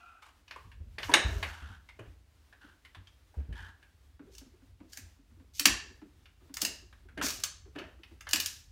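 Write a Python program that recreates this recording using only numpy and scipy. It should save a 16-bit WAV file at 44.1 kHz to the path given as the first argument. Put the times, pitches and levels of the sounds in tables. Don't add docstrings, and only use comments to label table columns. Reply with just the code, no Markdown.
import sys
import numpy as np
from scipy import signal
from scipy.fft import rfft, irfft
from scipy.io import wavfile

SR = 44100
rng = np.random.default_rng(int(sys.argv[2]) if len(sys.argv) > 2 else 0)


def inscribe(sig):
    pcm = np.round(np.clip(np.atleast_2d(sig).T, -1, 1) * 32767)
    wavfile.write(sys.argv[1], SR, pcm.astype(np.int16))


N = 384111

# pitch_hz, level_db
STICK_MODES = [(620, -10.5), (950, -15.5), (1300, -12.5), (1720, -0.5), (2250, -7.5), (2620, -1), (2900, 2),
               (3780, -10), (4700, -17), (5500, -2.5)]
# pitch_hz, width_hz
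FLOOR_MODES = [(55, 42), (86, 5.9)]


def from_db(db):
    return 10 ** (np.asarray(db) / 20)


def rms_one(x):
    return x / np.sqrt(np.mean(x ** 2) + 1e-20)


def envelope(rows, attack_share, sag_db, release_t60_s):
    gain = 0
    for start_s, length_s, level_db in rows:
        t = np.arange(N) / SR - start_s
        sag = sag_db * np.clip(t / length_s, 0, 1)
        release = 60 * np.maximum(t - length_s, 0) / release_t60_s
        rise = np.clip(t / (attack_share * length_s), 0, 1) ** 2
        gain = gain + rise * from_db(level_db - sag - release)
    return gain


def band(x, low_hz, high_hz):
    edges = [low_hz, min(high_hz, .45 * SR)]
    return signal.sosfilt(signal.butter(2, edges, "band", fs=SR, output="sos"), x + 1e-18)


def coloured(x, points):
    hz = np.maximum(np.fft.rfftfreq(len(x), 1 / SR), 1)
    knots, db = np.transpose(points)[:2]
    gain = from_db(np.interp(np.log(hz), np.log(knots), db))
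    return rms_one(irfft(rfft(x) * gain, len(x)))


def resonance(x, hz, width_hz):
    r = np.exp(-np.pi * width_hz / SR)
    zeros = [(1 - r * r) / 2, 0, (r * r - 1) / 2]
    poles = [1, -2 * r * np.cos(2 * np.pi * hz / SR), r * r]
    return signal.lfilter(zeros, poles, x + 1e-18)


def drift(cutoff_hz):
    low_pass = signal.butter(2, cutoff_hz, fs=SR, output="sos")
    return rms_one(signal.sosfilt(low_pass, rng.standard_normal(N + SR))[SR:])


def grains(per_s, spread_db):
    sizes = from_db(spread_db * np.minimum(rng.exponential(1, N), 5)) * rng.choice([-1, 1], N)
    return sizes * (rng.random(N) < per_s * from_db(4 * drift(50)) / SR)


def add(track, start_s, sound):
    i = int(start_s * SR)
    track[i:i + len(sound)] += sound[:N - i]


def blow(level_db, parts, hold_s, burst_t60_s, ring_db, near_hz, focus_db):
    stick_t60_s = 0.026
    stick_bend = .05
    t = np.arange(int(.15 * SR)) / SR
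    swell = np.minimum(t / 0.0028, 1) ** 2
    rings = 0
    for hz, mode_db in STICK_MODES + [(near_hz, 1.5)]:
        bend, turn, share = rng.normal(size=3)
        favoured_db = mode_db + 2.5 * share - focus_db * abs(np.log2(hz / near_hz))
        decay = from_db(favoured_db - 60 * t * np.sqrt(hz / 1000) / stick_t60_s)
        rings = rings + decay * np.sin(2 * np.pi * hz * (1 + stick_bend * bend) * t + 2 * turn)
    burst = rng.standard_normal(len(t)) * from_db(-60 * np.maximum(t - hold_s, 0) / burst_t60_s)
    contact = swell * (burst + from_db(ring_db) * rings)
    out = 0
    for low_hz, high_hz, part_db in parts:
        shaped = band(band(contact, low_hz, high_hz), low_hz / 9.2, high_hz * 0.95)
        out = out + from_db(part_db) * shaped / np.abs(shaped).max()
    return from_db(level_db) * out


def still_room():
    # pitch_hz, level_db (relative)
    quiet_curve = [(18, -28), (30, -2), (77, 1.5), (120, -15.5), (161, -20), (287, -14), (486, -21.5),
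                   (1760, -23.5), (3980, -26.5), (13700, -36.5), (16000, -34.5)]
    quiet_db = -67
    return coloured(rng.standard_normal(N), quiet_curve) * from_db(quiet_db) * from_db(1.5 * drift(4.2))


def room(x):
    # pitch_hz, t60_s, level_db (relative)
    reverb = [(150, 0.64, -9.5), (405, 0.41, 0.5), (980, 0.42, 2), (2540, 0.41, 0.5), (5900, 0.44, -5),
              (13900, 0.13, 5)]
    room_db, shift_cutoff_hz = -1.5, 40
    t, tail = np.arange(SR) / SR, 0
    knots, t60_s, level_db = np.transpose(reverb)
    for low_hz in 90 * 2 ** np.arange(0, 7.6, .5):
        centre = np.log(low_hz * 1.19)
        decay_s = np.interp(centre, np.log(knots), t60_s)
        fade_db = np.interp(centre, np.log(knots), level_db) - 60 * t / decay_s
        tail = tail + band(rng.standard_normal((2, SR)), low_hz, low_hz * np.sqrt(2)) * from_db(fade_db)
    tail = tail * np.minimum(t / 0.0033, 1) * (1 + 0.87 * np.exp(-t / 0.016))
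    one, other = (signal.fftconvolve(x, each / np.sqrt(np.sum(each ** 2)))[:N] for each in tail)
    blend = 2 * drift(shift_cutoff_hz)
    return from_db(room_db) * (np.cos(blend) * one + np.sin(blend) * other)


def boards():
    # time_s, level_db
    boom_curve = [(0, -90), (0.798, -52), (2.498, -67), (3.999, -61.5), (6.498, -60.5), (7.201, -54),
                  (8.71, -57.5)]
    lumps = from_db(drift(1.0) + np.interp(np.arange(N) / SR, *np.transpose(boom_curve)))
    murmur = 0
    for hz, width_hz in FLOOR_MODES:
        push = rng.standard_normal(N)
        murmur = murmur + resonance(resonance(push, hz, width_hz), hz, width_hz)
    return lumps * rms_one(murmur)


def thuds():
    # start_s, level_db, pitch_hz
    landings = [(0.65, -46, 94.8), (0.803, -43, 76.6), (1.048, -40.5, 91), (1.247, -26.5, 61.6),
                (1.291, -28, 83.2), (1.341, -32.5, 50.5), (1.417, -33.5, 80.1), (1.62, -41, 73.4),
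                (1.697, -43.5, 83.2), (1.996, -47.5, 112), (2.071, -44, 57), (2.966, -49, 92.6),
                (3.369, -35.5, 68.8), (3.486, -34.5, 55.9), (3.597, -41.5, 86.1), (4.687, -50, 93),
                (5.01, -46, 87.7), (5.691, -38, 55)]
    out, t = np.zeros(N), np.arange(int(.5 * SR)) / SR
    modes_sum_hz = sum(mode_hz for mode_hz, width_hz in FLOOR_MODES)
    swell = from_db(-60 * t / 0.36) * (1 - np.exp(-t / 0.005))
    for start_s, level_db, hz in landings:
        rustle = from_db(-17) * rms_one(band(rng.standard_normal(len(t)), 36, 240))
        ring = np.sin(2 * np.pi * hz * t)
        other = from_db(-6) * np.sin(2 * np.pi * (modes_sum_hz - hz) * t)
        add(out, start_s, from_db(level_db) * swell / swell.max() * (ring + other + rustle))
    return out * from_db(1.9 * drift(7.3))


def huffs():
    # start_s, length_s, level_db, pitch_ratio, width_ratio (both of the muzzle)
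    breaths = [(-.05, 0.24, -57.5, 0.785, 0.52), (0.21, 0.089, -56, 0.67, 6.3),
               (1.414, 0.35, -51.5, 0.882, 2.7), (2.592, 0.13, -59.5, 0.904, 1.9),
               (3.533, 0.17, -50.5, 0.95, 1.7)]
    # pitch_hz, width_hz, level_db
    muzzle = [(907, 62, 19.5), (1740, 76, 26.5), (2555, 15, 14), (3240, 290, 13.5), (4230, 35, -16)]
    pulses_per_s = 45 * from_db(3.7 * drift(8.93))
    flutter = np.sin(2 * np.pi * np.cumsum(pulses_per_s) / SR)
    air, out = rng.standard_normal(N) * from_db(5.5 * flutter), 0
    for start_s, length_s, level_db, pitch, wide in breaths:
        shaped = 0
        for k, (hz, width_hz, mode_db) in enumerate(muzzle):
            shaped = shaped + (-1) ** k * from_db(mode_db) * resonance(air, hz * pitch, width_hz * wide)
        gain = envelope([(start_s, length_s, level_db)], attack_share=0.18, sag_db=9, release_t60_s=0.057)
        out = out + rms_one(band(shaped, 750, 14000)) * gain
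    return out


def scrapes():
    # start_s, length_s, level_db
    rubs = [(.98, 0.077, -46.5), (1.11, 0.31, -36), (1.99, 0.023, -41.5), (3.36, 0.54, -68.5),
            (6.6, 0.15, -49.5), (7.17, 0.19, -41.5), (7.76, 0.12, -43)]
    clicks, body = grains(per_s=600, spread_db=4.5), 0
    for hz, mode_db in STICK_MODES + [(391.0, -9.0), (172, -19.5)]:
        tilted_db = mode_db + 5.28 * np.log2(800 / hz)
        body = body + from_db(tilted_db) * resonance(clicks, hz, 0.15 * hz)
    gain = envelope(rubs, attack_share=0.035, sag_db=19.8, release_t60_s=0.29)
    return rms_one(band(body, 130, 1400)) * gain


def splinters():
    # start_s, length_s, level_db
    tears = [(.98, 0.13, -53.5), (1.15, 0.35, -57), (4.3, 0.071, -62.5), (4.87, 0.13, -60),
             (5.53, 0.061, -49.5), (6.6, 0.023, -39.5), (7.21, 0.067, -34), (8.27, 0.25, -48.5)]
    # (per Hz, relative)
    tearing_curve = [(1180, -47), (2000, -12.5), (6040, 1.5), (9330, -11.5), (14900, -12.5), (16000, -23.5)]
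    gain = envelope(tears, attack_share=0.39, sag_db=3.6, release_t60_s=0.39)
    return coloured(grains(per_s=1500, spread_db=2.0), tearing_curve) * gain


def clunks():
    # start_s, level_db, pitch_hz
    bites = [(1.091, -33, 293), (1.153, -28, 346.5), (2.005, -48, 320), (2.643, -51.5, 289),
             (4.2, -43, 283.5), (4.275, -54, 402), (4.418, -48, 271), (4.809, -45, 290), (4.985, -54, 261),
             (5.405, -51, 267), (5.605, -41, 287), (5.663, -27.5, 283.5), (6.022, -43.5, 302),
             (6.501, -48, 275), (6.627, -34.5, 288), (7.184, -33.5, 292), (7.239, -34.5, 273),
             (7.758, -40, 295.4), (7.813, -42, 359), (7.995, -55, 330), (8.116, -51, 330),
             (8.34, -36.5, 298)]
    # pitch_ratio, level_db, t60_s
    jaw_modes = [(1, 1, 0.079), (2.3, -9.5, 0.015), (0.71, -13.5, 0.086), (1.9, -13, .04)]
    out, t = np.zeros(N), np.arange(int(.2 * SR)) / SR
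    faint = [(4.3 + 4.3 * when, -64 + 11 * size, 230 + 170 * pitch) for when, size, pitch in rng.random((30, 3))]
    for start_s, level_db, hz in list(bites) + faint:
        modes = 0
        for ratio, mode_db, t60_s in jaw_modes:
            decay = from_db(mode_db + rng.normal(0, 3) - 60 * t / t60_s)
            modes = modes + decay * np.sin(2 * np.pi * hz * ratio * t)
        tap = band(rng.standard_normal(len(t)), 400, 1800) * from_db(-2.5 - 60 * t / 0.066)
        add(out, start_s - .006, from_db(level_db) * tap)
        body = modes * (1 - np.exp(-t / 0.0068)) ** 2
        add(out, start_s - .004, from_db(level_db) * body / np.abs(body).max())
    return out


def knocks():
    # start_s, level_db, strongest_ring_hz
    contacts = [(0.48, -44.5, 2630), (0.51, -31.5, 2285), (0.561, -37, 1060), (0.717, -47.5, 1738),
                (0.984, -28, 1974), (1.031, -26, 2170), (1.094, -25.5, 920), (1.1155, -31, 1993),
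                (1.428, -23.5, 1614), (1.889, -42, 2050), (1.993, -41, 639), (2.527, -47, 1585),
                (2.85, -41.5, 2120), (2.948, -40, 1670), (3.072, -45.5, 2980), (3.342, -51, 754),
                (3.527, -43, 1746), (3.828, -49, 1698), (6.257, -46, 2416), (6.927, -46.5, 1550),
                (7.087, -48.5, 1480), (7.176, -34, 1500), (7.214, -22.5, 1442), (7.759, -41.5, 1550),
                (7.787, -32.5, 2900), (8.034, -38.5, 2580), (8.269, -35, 1530)]
    tick_db = -17.5
    out = np.zeros(N)
    for start_s, level_db, hz in contacts:
        parts = [(hz / 2.4, hz * 2.35, 0), (4500, 12000, tick_db)]
        hit = blow(level_db, parts, hold_s=0.0018, burst_t60_s=0.05, ring_db=-.5, near_hz=hz, focus_db=12)
        add(out, start_s - .002, hit)
    return out


def frame_blow():
    # low_hz, high_hz, level_db
    frame_parts = [(1080, 3300, -1), (3200, 3900, -4.5), (5400, 10000, -5.5)]
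    start_s, level_db = 1.1388, -6
    out = np.zeros(N)
    hit = blow(level_db, frame_parts, hold_s=0.0021, burst_t60_s=0.029, ring_db=-11, near_hz=1780, focus_db=1.0)
    add(out, start_s - .002, hit)
    return out


def cracks():
    # start_s, level_db, woody_part_db
    snaps = [(4.351, -45.5, -11), (4.3817, -40.5, -11.5), (4.9317, -37.5, -8), (4.9726, -31, -9.5),
             (5.5957, -14.5, -10), (5.6556, -5, -3.5), (6.5408, -31, -16), (6.569, -26, -8),
             (6.617, -15, -18.5), (6.6499, -15, -9.5), (7.236, -39, -2), (7.265, -26, -3.5),
             (7.284, -26.5, -10), (7.3038, -28, -11), (7.333, -43, -17), (7.402, -40.5, -10),
             (7.4367, -17.5, -12), (8.208, -41.5, -2), (8.29, -31.5, -12), (8.31, -29.5, -10),
             (8.3325, -12, -6), (8.3584, -17.5, -6.5), (8.4004, -16.5, -14), (8.4597, -19.5, -14)]
    top_db, wood_dulls = -8, 0.12
    long_ring_hz, long_ring_db, long_ring_t60_s = 1728, -22, 0.54
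    out, t = np.zeros(N), np.arange(SR // 2) / SR
    for start_s, level_db, woody_db in snaps:
        parts = [(1060, 3050, woody_db), (4220, 7700, 0.002), (8420, SR / 2, top_db - wood_dulls * woody_db)]
        hit = blow(level_db, parts, hold_s=0.0043, burst_t60_s=0.015, ring_db=1.5, near_hz=2910, focus_db=0.5)
        add(out, start_s - .002, hit)
        partials_hz = long_ring_hz * (1 + 0.017 * rng.normal()) * np.array([[.985], [1], [1.02]])
        decay = from_db(level_db + 2 * woody_db + long_ring_db - 60 * t / long_ring_t60_s)
        add(out, start_s, decay * np.sin(2 * np.pi * partials_hz * t).mean(axis=0))
    return out


def scene():
    dog = knocks() + frame_blow() + cracks() + huffs() + splinters() + scrapes()
    jaw = clunks()
    echoes = room(dog + from_db(-2.5) * jaw)
    mid = dog + jaw + echoes + thuds() + boards() + still_room()
    return np.array([mid, mid])


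def record(dry):
    cutoff_hz = 16700
    thin = signal.sosfilt(signal.butter(3, 42, "high", fs=SR, output="sos"), dry)
    return signal.sosfilt(signal.cheby2(12, 60, cutoff_hz, fs=SR, output="sos"), thin)


dry = scene()
out = record(dry)
inscribe(out)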